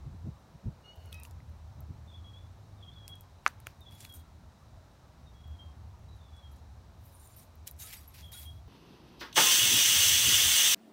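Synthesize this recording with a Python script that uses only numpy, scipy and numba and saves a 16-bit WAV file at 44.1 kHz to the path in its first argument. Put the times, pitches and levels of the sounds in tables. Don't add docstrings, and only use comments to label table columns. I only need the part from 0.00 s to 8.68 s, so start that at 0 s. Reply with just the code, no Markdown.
import sys
import numpy as np
from scipy import signal
from scipy.fft import rfft, irfft
from scipy.io import wavfile
from scipy.ndimage import uniform_filter1d
from numba import njit

SR = 44100
rng = np.random.default_rng(int(sys.argv[2]) if len(sys.argv) > 2 else 0)


def undo_db(level):
    steps = np.asarray(level, float) / 20
    return 10 ** steps


def master_out(mix):
    frames = np.transpose(np.atleast_2d(mix))
    ceiling = np.clip(frames, -1, 1)
    pcm = np.round(ceiling * 32767).astype(np.int16)
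    wavfile.write(sys.argv[1], SR, pcm)


N = 382788
TIME = np.arange(N) / SR

# hardest_s, build_up_s, die_away_s, scrape_db, rim_weight_db
TUGS = [(1.125, .01, .11, -62, 6), (1.236, .01, .09, -57, -8), (3.084, .005, .04, -57, -6),
        (3.21, .1, .05, -75, -10), (3.664, .006, .1, -62, 6), (3.918, .025, .2, -67, 0),
        (4.0, .15, .08, -66, 0), (4.048, .06, .03, -56, 1), (4.143, .006, .055, -52.5, -14),
        (4.198, .04, .035, -64, -12), (7.148, .2, .1, -64, -10), (7.234, .09, .3, -61.5, -10),
        (7.375, .04, .09, -57, -10), (7.676, .014, .03, -44.5, -6), (7.797, .02, .05, -54, -12),
        (7.821, .03, .12, -47, -8), (7.934, .12, .11, -48, -2), (8.015, .06, .04, -61, -14),
        (8.11, .12, .05, -67, -5), (8.145, .01, .08, -60, -2), (8.188, .08, .075, -54, 2),
        (8.32, .005, .22, -49.5, -6), (8.41, .07, .05, -51, -12), (7.055, .07, .05, -66, -20),
        (7.428, .05, .02, -61, -10), (7.79, .005, .03, -59, -20), (3.462, .035, .01, -62, 6),
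        (3.49, .01, .08, -63, 4), (1.06, .12, .08, -69, 3), (7.885, .04, .04, -56, -6),
        (8.26, .05, .1, -68, -10), (4.095, .04, .08, -63, -8), (8.452, .03, .02, -62, -12)]
# pitch_hz, width_hz, level_db
IRON_MODES = [(2320, 34, -7), (3330, 68, -1), (3780, 62, 2), (4470, 47, -20), (5640, 12, -4),
              (6130, 39, -10), (6670, 99, -0.5), (7200, 23, -7.5), (8380, 47, -9), (8500, 63, 0.5),
              (9510, 120, 10), (10900, 60, 0), (11200, 54, -0.5), (11600, 40, -7), (12100, 80, 0.5),
              (13100, 31, -3.5), (14200, 22, -4.5), (14400, 73, -4)]
# pitch_hz, level_db (per Hz)
GRIT_COLOUR = [(3530, -49), (6000, -9), (6300, -6), (7280, 4), (7860, 2), (11300, 7.5), (15700, 2.5)]
# strongest_s, build_up_s, die_away_s, level_db, pitch_hz
RUBS = [(3.95, .03, .04, -70, 6800), (3.99, .06, .05, -70, 7400), (4.0, .08, .08, -70, 9520),
        (4.148, .01, .04, -62, 9300), (4.148, .01, .06, -61, 13100), (4.15, .01, .05, -63, 11200),
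        (4.15, .01, .05, -66, 8300), (6.516, .005, .04, -70, 13100), (6.516, .005, .04, -71, 13700),
        (6.52, .005, .04, -73, 12100), (7.1, .03, .06, -70, 9520), (7.15, .04, .1, -64, 9520),
        (7.16, .1, .1, -66, 10900), (7.16, .05, .06, -70, 12600), (7.14, .05, .08, -73, 13700),
        (7.235, .05, .1, -67, 7320), (7.26, .05, .05, -71, 6790), (7.25, .03, .05, -69, 8640),
        (7.21, .02, .1, -68, 11200), (7.25, .02, .04, -68, 15000), (7.25, .05, .06, -69, 13700),
        (7.27, .05, .05, -63, 9520), (7.315, .03, .07, -63, 9520), (7.31, .02, .04, -68, 7320),
        (7.37, .01, .06, -65, 12200), (7.37, .01, .07, -62, 15100), (7.39, .04, .07, -64, 9310),
        (7.388, .01, .03, -68, 5620), (7.825, .015, .1, -56, 7050), (7.83, .02, .12, -56, 10900),
        (7.825, .015, .06, -58, 12100), (7.85, .03, .05, -60, 13600), (7.93, .03, .04, -57, 14500),
        (7.965, .02, .08, -63, 5630), (7.965, .02, .08, -64, 4800), (7.97, .02, .08, -64, 7960),
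        (7.96, .02, .06, -63, 11600), (7.97, .02, .08, -64, 14200), (8.345, .02, .1, -56, 11200),
        (8.37, .02, .05, -57, 9150),
        (8.35, .03, .05, -62, 6780), (8.375, .02, .04, -61, 12100), (8.42, .015, .05, -55, 11700),
             (8.435, .01, .045, -62, 13100), (8.44, .03, .1, -63, 9520), (8.4, .01, .06, -58, 15400),
             (8.41, .015, .04, -60, 14200), (8.24, .04, .04, -71, 9520), (8.27, .03, .05, -72, 13100)]
# start_s, peak_db, strongest_hz, ring_t60_s, other_modes_db
CLINKS = [(4.139, -44, 13000, 0.09, -6), (6.1587, -62.5, 10900, 0.09, -10), (6.367, -61, 8300, 0.09, -10),
          (6.5136, -54.5, 11100, 0.11, -12), (6.58, -59.5, 6800, 0.09, -10), (7.1945, -46, 9520, 0.13, -15),
          (7.3632, -45, 13100, 0.18, -15), (7.7957, -43, 6350, 0.09, -13), (7.8176, -37.5, 6370, 0.13, -13),
          (7.9294, -42, 9680, 0.065, -8), (8.0765, -35.5, 11600, 0.075, -32),
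          (8.3175, -46, 13100, 0.09, -10), (8.3351, -41, 9510, 0.069, -10), (8.3928, -40, 12100, 0.09, -8),
          (8.4283, -44, 13100, 0.09, -12)]
# start_s, peak_db, treble_centre_hz, rustle_db
TICKS = [(1.0585, -47, 11300, -25), (1.1283, -36.5, 9500, -24), (1.1438, -39, 8420, -22),
         (1.1997, -44, 11200, -21.5), (1.2341, -33.5, 10900, -22), (1.2514, -38, 7070, -18),
         (1.3104, -45, 6200, -22), (1.8058, -44, 14800, -22), (3.0795, -33, 9800, -20),
         (3.1545, -49, 11100, -17), (3.2088, -36.5, 11900, -21), (3.6022, -40, 11000, -26),
         (3.6695, -38, 12500, -22), (3.9105, -49, 6500, -22), (4.0053, -37.5, 6550, -8.5),
         (4.0255, -41, 8420, -22), (4.0487, -38, 9490, -13), (4.1255, -43, 10500, -22),
         (4.1395, -36, 11000, -20), (6.3664, -53.5, 8200, -22), (6.5605, -55, 8330, -12.5),
         (7.2744, -46.5, 9520, -19), (7.5547, -50, 14600, -22), (7.6725, -27.5, 11200, -31),
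         (7.6764, -26, 8400, -28), (7.712, -33, 12700, -22), (7.7997, -40, 7060, -22),
         (7.9394, -36, 5640, -15), (8.1424, -50, 7960, -22), (8.2094, -45, 5930, -20),
         (0.9572, -56, 12700, -13), (1.0405, -61, 11400, -17), (1.0884, -59, 11770, -20),
              (1.1114, -57, 10900, -24), (1.497, -59, 13600, -20), (3.8072, -49, 13600, -16),
              (3.9515, -46, 11000, -20), (5.4784, -56, 14400, -20), (5.5159, -63, 11600, -20),
              (5.5817, -64, 11200, -20), (5.9923, -64, 15300, -21), (0.9617, -54, 12500, -18),
              (1.003, -63, 9500, -20), (3.112, -58, 12000, -20), (3.489, -48, 6500, -12),
              (4.0028, -48, 9000, -20), (6.567, -58, 11000, -20), (7.0532, -57, 14500, -14),
              (7.765, -56, 8000, -20), (7.401, -54, 8000, -20), (7.424, -52, 8500, -20),
              (7.944, -42, 8000, -20), (8.3925, -42, 12000, -18)]
# start_s, peak_db, pitch_hz, t60_s
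KNOCKS = [(1.128, -32, 3400, .006), (1.234, -52, 3800, .006), (1.251, -39, 2720, .008),
          (1.403, -50, 2040, .012), (3.0797, -30, 5200, 0.0025), (3.478, -30, 1500, .012),
          (3.6022, -45, 2400, 0.0025), (3.6699, -27, 1380, 0.0055), (3.6695, -27, 2400, 0.0055),
          (4.051, -29, 2600, 0.003), (4.0513, -30, 3900, 0.003), (7.675, -40, 3000, 0.011),
          (3.4633, -14, 1500, .0016), (3.6695, -28, 6750, .0028), (3.6695, -26, 9300, .0025),
          (3.6696, -34, 3100, .004), (3.67, -38, 800, .008), (3.0797, -40, 2700, .005),
          (7.363, -52, 11300, .1), (7.94, -40, 2300, 0.0099), (3.4777, -18.5, 6200, 0.0025),
          (3.478, -21.5, 9700, 0.0022), (3.4777, -31, 12700, .002), (2.938, -63, 4270, 0.043),
          (7.84, -57, 1285, 0.22), (7.9, -54.5, 2320, 0.14), (8.345, -58, 1443, 0.2),
          (8.33, -47.5, 3780, 0.12), (7.8, -52, 3780, .08)]
# pitch_hz, width_hz, level_db
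SNAP_MODES = [(1270, 330, 0), (2390, 520, -5), (6030, 1500, -15), (12000, 4000, -22)]
# kind, start_s, first_hz, last_hz, level_db
PHRASES = [
    [("trill", 2.076, 3550, 3310, -64), ("warble", 2.243, 3310, 3340, -61.5),
     ("clear", 2.335, 3270, 3440, -58.5)],
    [("chip", 2.77, 3750, 3600, -78), ("chip", 2.808, 3520, 3450, -64), ("trill", 2.828, 3300, 3270, -55),
     ("chip", 2.912, 3400, 3560, -66), ("warble", 2.959, 3370, 3280, -58.5),
     ("clear", 3.089, 3326, 3305, -49.5)],
    [("chip", 3.812, 3700, 3650, -64), ("chip", 3.835, 3550, 3500, -68), ("trill", 3.853, 3300, 3350, -60),
     ("chip", 3.917, 3340, 3400, -59), ("warble", 3.948, 3380, 3350, -66),
     ("trill", 4.003, 3400, 3380, -66), ("clear", 4.095, 3310, 3295, -55)],
    [("chip", 5.265, 3720, 3680, -68), ("warble", 5.343, 3320, 3330, -70),
     ("warble", 5.438, 3310, 3290, -66.5), ("clear", 5.59, 3200, 3215, -61)],
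    [("trill", 6.087, 3900, 3860, -70), ("trill", 6.188, 3620, 3380, -72),
     ("warble", 6.329, 3400, 3380, -67), ("clear", 6.426, 3270, 3250, -64)],
    [("trill", 8.225, 3300, 3190, -60.5), ("warble", 8.33, 3310, 3340, -58.5),
     ("clear", 8.454, 3240, 3310, -54)],
]
NOTE_KINDS = {"chip": (30, .032, .006, -2), "trill": (110, .125, .012, 0), "warble": (27, .14, .018, -2),
              "clear": (12, .052, .004, 1)}
# start_s, clear_s, blurred_s, second_partial_hz, level_db
CALLS = [
    (.84, .095, .18, 2900, -60.5),
    (1.122, .062, .045, 2548, -56.5),
]
# multiple, level_db, split_share (in the blur)
CALLER_PARTIALS = [(1, -17, .3), (1.5, -19, 0), (2, 0.5, .8), (2.5, -20, .3), (3, -11.5, 0), (4, -21, .6),
                   (4.5, -21, .3)]
# strongest_s, build_up_s, die_away_s, level_db
PUFFS = [
    (.07, .06, .05, -46),
    (.148, .08, .04, -46),
    (.274, .036, .04, -31.5),
    (.56, .065, .015, -52),
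    (.672, .04, .055, -32),
    (1.806, .045, .022, -50),
    (1.905, .03, .08, -41.5),
]
# time_s, centre_hz, level_db
DRONE = [(0.0, 62, -46), (0.3, 70, -49), (0.48, 78, -70), (0.85, 75, -66), (1.11, 78, -48),
         (1.96, 77, -45.5), (2.15, 75, -52), (2.3, 94, -49), (3.09, 96, -51), (3.3, 85, -58),
         (4.0, 90, -54), (4.3, 72, -53), (4.72, 90, -55), (5.0, 64, -59), (5.5, 74.5, -48.5),
         (6.88, 72, -51), (7.2, 74, -57.5), (8.68, 73, -49.5)]
# pitch_hz, level_db (per Hz)
AIR_COLOUR = [(30, 10.5), (70, 14), (130, 11), (200, 5.5), (320, -1.5), (480, -5.5), (650, -1.5), (900, -2),
              (1300, -7), (2000, -13.5), (2900, -16.5), (5900, -18), (8000, -23.5), (15700, -29.5)]
# pitch_hz, width_hz, level_db
INSECTS = [(3900, 600, -81), (5700, 900, -86.5)]


def drag():
    tugs, weight_db = swells(TUGS), np.transpose(TUGS)[4]
    scrape, heavy, rough = (stretch(undo_db(k * weight_db) @ tugs) + 1e-9 for k in (0, 1, .45))
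    grain_size = undo_db(2.0 * np.minimum(rng.exponential(size=N), 5.5))
    grit = unit(noise() * (rng.random(N) < .3) * grain_size)
    push = scrape * undo_db(1.5 * walk(140))

    hiss_bands = octaves(unit(colour(grit, GRIT_COLOUR)), 4470, 0.31)
    hiss = sum(undb(2.1 * walk(45)) * part for part in hiss_bands)
    crunch = heavy / scrape * undo_db(-3.5) * unit(steep_band(grit, 2450, 2200))
    rasp = rough / scrape * undo_db(-5 + 2.9 * walk(50)) * unit(steep_band(grit, 4050, 4100))

    pings = np.zeros(N)
    for when, mode, detune, size, damp in rng.random((3000, 5)):
        s = 3.9 + 4.7 * when
        i = int(s * SR)
        hz, _, db = IRON_MODES[int(mode * len(IRON_MODES))]
        if scrape[i] > undo_db(-95):
            pitch_hz = hz * (1 + 0.39 * (detune - .5) ** 3)
            t60 = .025 + 0.09 * damp ** 2
            add(pings, s, push[i] * undo_db(.5 * db - 11 * size) * ring(pitch_hz, t60, .08))
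    return undo_db(-3.5) * push * (hiss + crunch + rasp) + undo_db(-4.8) * pings


def rubs():
    width_hz, level_db = 50, 1.2
    out, rows, lead = np.zeros(N), RUBS, int(.15 * SR)
    grits = rng.standard_normal((len(rows), 3 * lead))
    for row, gain, grit in zip(rows, swells(rows), grits):
        i = int(row[0] * SR) - lead
        push = stretch(gain)[i:i + 3 * lead]
        tone = band(push * grit[:len(push)], row[4], width_hz)
        add(out, i / SR, undo_db(level_db) * tone / np.sqrt(np.pi * width_hz / SR))
    return out


def clinks():
    out = np.zeros(N)
    soft = 1 - np.exp(-TIME[:int(.3 * SR)] / .001)
    for s, db, hz, t60, rest_db in CLINKS:
        rest = 0
        for mode_hz, _, mode_db in IRON_MODES:
            luck, detune = rng.standard_normal(2)
            if mode_hz > 6000:
                far_db = 9 * abs(np.log2(mode_hz / hz))
                gain = undo_db(rest_db + 0.5 * mode_db + 3.3 * luck - far_db)
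                rest = rest + gain * ring(mode_hz * (1 + 0.0033 * detune), t60)
        pair = ring(hz, t60) + .45 * ring(1.022 * hz, .6 * t60)
        add(out, s, undo_db(db - 10.5) * soft * (pair + rest))
    return out


def ticks():
    out, t = np.zeros(N), TIME[:1500]
    for s, db, hz, rustle_db in TICKS:
        burst = rng.standard_normal((2, len(t)))
        crack = steep_band(burst[0] * np.exp(-t / 0.00063), hz, 11000)
        rustle = undo_db(rustle_db) * band(burst[1], hz, 9000) * np.exp(-t / 0.015)
        add(out, s, undo_db(db) * (crack / np.abs(crack).max() + rustle))
    onset = 1 - np.exp(-TIME[:int(.12 * SR)] / 0.00015)
    for s, db, hz, t60 in KNOCKS:
        add(out, s, undo_db(db) * ring(hz, t60, .12) * onset)
    return out


def snap():
    snap_s, snap_db = 3.4635, -6.9
    out, t = np.zeros(N), TIME[:9000]
    swing = 0
    for k, (hz, width_hz, db) in enumerate(SNAP_MODES):
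        build_up = 1 - np.exp(-t[:int(.03 * SR)] * hz / 0.31)
        sign = -(-1) ** k
        swing = swing + sign * undo_db(db) * ring(hz, np.log(1000) / np.pi / width_hz, .03) * build_up
    add(out, snap_s, undo_db(snap_db) * swing / np.abs(swing).max())

    scatter = band(band(rng.standard_normal(len(t)), 1100, 1200), 1200, 1500)
    scatter = scatter * (np.exp(-t / 0.0093) + .03 * np.exp(-t / .11))
    splinters = band(band(rng.standard_normal(len(t)), 3900, 3000), 4800, 3996)
    splinters = splinters * np.exp(-((t - .011) / 0.005) ** 2)
    add(out, snap_s, undo_db(-18.5) * scatter + undo_db(-36) * splinters)
    return out


def whistling_bird():
    return voice(song_notes(), [(1, 0, 0)], base=1, warble_rate=48, flutter_db=2.4,
                 hoarse=0.45, rising=.8, split_hz=100)


def song_notes():
    after_s, after_db, after_trill_hz = .14, -13.5, 19
    notes = []
    for phrase in PHRASES:
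        nexts = [note[1] for note in phrase[1:]] + [np.inf]
        for (kind, start, first_hz, last_hz, db), after in zip(phrase, nexts):
            trill, longest, breath, change_db = NOTE_KINDS[kind]
            end = max(min(start + longest, after - breath), start + .01)
            notes.append([(start, first_hz, db - change_db / 2, trill),
                          (end, last_hz, db + change_db / 2, trill)])
        notes.append([(end + breath, last_hz, db + after_db, after_trill_hz),
                      (start + after_s, last_hz, db + after_db - 5, after_trill_hz)])
    return notes


def hoarse_caller():
    return voice(call_notes(), CALLER_PARTIALS, base=.5, warble_rate=37, flutter_db=3.4,
                 hoarse=0.45, rising=.55, split_hz=85)


def call_notes():
    attack_s, break_s, sag_db, blur_db = .016, .022, -1.5, -7.5
    clear_hz, blur_hz, arch_hz_per_s = 8, 45, 330
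    notes = []
    for s, clear, blurred, hz, db in CALLS:
        arch = arch_hz_per_s * blurred
        low, clear_end = hz - arch / 2, s + clear
        blur_end = clear_end + max(blurred, break_s + .002)
        notes.append([(s, low, db - 8, clear_hz),
                      (s + attack_s, low, db, clear_hz),
                      (clear_end, hz + arch / 2, db + sag_db, clear_hz),
                      (clear_end + break_s, hz + arch, db + blur_db, blur_hz),
                      (blur_end, low, db + blur_db / 2, blur_hz / 2)])
    return notes


def voice(tables, partials, base, warble_rate, flutter_db, hoarse, rising, split_hz):
    hz, db, depth_hz, gate = curves(tables)
    turn = np.cumsum(warble_rate * (1 + 0.0993 * walk(15))) / SR
    warble = signal.sawtooth(2 * np.pi * turn, rising) + 0.3 * walk(160)
    effort = depth_hz / depth_hz.max()
    phase = 2 * np.pi * np.cumsum(base * (hz + depth_hz * warble)) / SR
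    second = 2 * np.sin(2 * np.pi * np.cumsum(split_hz * (1 + .2 * walk(25))) / SR) - 1
    song = 0
    for multiple, level_db, split in partials:
        flutter = undb(level_db + flutter_db * walk(45))
        roughness = 1 + hoarse * effort ** .5 * walk(300)
        beating = 1 + split * effort ** 2 * second
        song = song + flutter * roughness * beating * np.sin(multiple * phase)
    dip = 1 - .42 * effort * np.cos(np.pi * turn) ** 4
    tone = gate * undo_db(db + 3.5) * dip * song
    echoes = sum(undo_db(-11 - 190 * lag) * np.roll(tone, int(lag * SR)) for lag in (.011, .019, .032, .047, .071))
    return tone + echoes


def wind():
    rush = colour(noise(), [(30, -7.5), (80, 4.5), (150, 1), (300, -15), (520, -29), (2000, -70)])
    return stretch(swells(PUFFS).sum(axis=0)) * undo_db(2.5) * unit(rush)


def drone():
    hz, db, _ = curves([DRONE])
    rumble = undo_db(2.2 * walk(11)) * unit(band(band(noise(), 91.4, 48), 76, 60))
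    hum = unit(svf(svf(noise(), hz, 17.0), hz, 21.0))
    return undo_db(db - 0.5) * unit(hum + .6 * rumble)


def air():
    wash, swell = colour(noise(), AIR_COLOUR), walk(0.15)
    parts = octaves(wash / np.std(band(wash, 1775, 22000)), 43.4, 0.471)
    moving = sum(undb((0.86 * swell + 3.1 * walk(9)) * .88 ** k) * part for k, part in enumerate(parts))
    insects = sum(undb(db + 1.2 * walk(3)) * unit(steep_band(noise(), hz, width_hz))
                  for hz, width_hz, db in INSECTS)
    passing = np.exp(-((TIME - .8) / 0.67) ** 2) * unit(steep_band(noise(), 550, 350))
    return insects + undo_db(-67) * passing + undo_db(-61.6) * moving


def murmur():
    out = np.zeros(N)
    for hz in (520, 620, 700, 790, 880, 1050, 1230):
        wandering_hz = hz * 2 ** (.1 * walk(6))
        out += undb(-82.5 + 5.3 * walk(26)) * unit(svf(noise(), wandering_hz, 55.))
    return out


def unit(x):
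    return x / np.sqrt(np.mean(x ** 2))


def undb(db):
    return np.exp(db * (np.log(10) / 20))


def noise():
    return rng.standard_normal(N)


def walk(rate):
    k = int(SR / rate)
    held = np.repeat(rng.standard_normal(N // k + 1), k)
    return 1.3 * uniform_filter1d(uniform_filter1d(held, k), k)[:N]


def curves(tables):
    rows = np.concatenate(sorted(tables))
    inside = sum((TIME >= t[0][0]) & (TIME <= t[-1][0]) for t in tables)
    gate = uniform_filter1d(1. * (inside > 0), size=550)
    return [np.interp(TIME, rows[:, 0], column) for column in rows.T[1:]] + [gate]


def swells(rows):
    peak, rise, fall, db = np.transpose(rows)[:4, :, None]
    late = TIME[::16] - peak
    shape = undb(-20 * np.abs(late) / np.clip(np.where(late < 0, rise, fall), .003, 1))
    return undo_db(db) * np.clip(shape - undo_db(-32), 0, 1)


def stretch(coarse):
    return np.interp(TIME, TIME[::16], coarse)


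def colour(x, points):
    hz, db = np.transpose(points)
    bins = np.arange(N // 2 + 1) * SR / N + 1
    return irfft(rfft(x) * undo_db(np.interp(np.log(bins), np.log(hz), db)), N)


def octaves(x, low_hz, step):
    place = np.log2((np.arange(N // 2 + 1) * SR / N + 1) / low_hz) / step
    count, spectrum = int(place[-1]), rfft(x)
    place = np.clip(place, 0, count)
    return [irfft(spectrum * np.clip(1 - np.abs(place - k), 0, 1), N) for k in range(count + 1)]


@njit
def svf(x, hz, width):
    y, b, l, last, g, k = np.empty(len(x)), 0., 0., 0., 0., 0.
    for i in range(len(x)):
        if hz[i] != last:
            last, g, k = hz[i], np.tan(np.pi * hz[i] / SR), width / hz[i]
        v = (b + g * (x[i] - l)) / (1 + g * (g + k))
        b, l, y[i] = 2 * v - b, l + 2 * g * v, k * v
    return y


def band(x, hz, width):
    return svf(x, np.full(len(x), 1. * hz), 1. * width)


def steep_band(x, hz, width):
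    return band(band(x, hz, width), hz, width)


def ring(hz, t60, length=.3):
    t = TIME[:int(length * SR)]
    return np.sin(2 * np.pi * hz * t) * np.exp(-np.log(1000) * t / t60)


def add(out, s, sound):
    i = int(s * SR)
    out[i:i + len(sound)] += sound[:N - i]


def scene():
    wheel = drag() + rubs() + clinks()
    litter = ticks() + snap()
    birds = whistling_bird() + hoarse_caller()
    background = wind() + drone() + air() + murmur()
    return (wheel + litter + birds + background)[None]


def top_cut(x):
    return signal.sosfilt(signal.butter(12, 16660, fs=SR, output="sos"), x)


def record(dry):
    edge_hz = 15850
    response = [(15, -30), (30, -9), (48, 0), (9500, 0), (10500, -3), (11500, 0),
                (edge_hz, 0), (1.006 * edge_hz, -24), (20000, -30)]
    heard = colour(dry[0], response)
    return top_cut(heard[None])


dry = scene()
out = record(dry)
master_out(out)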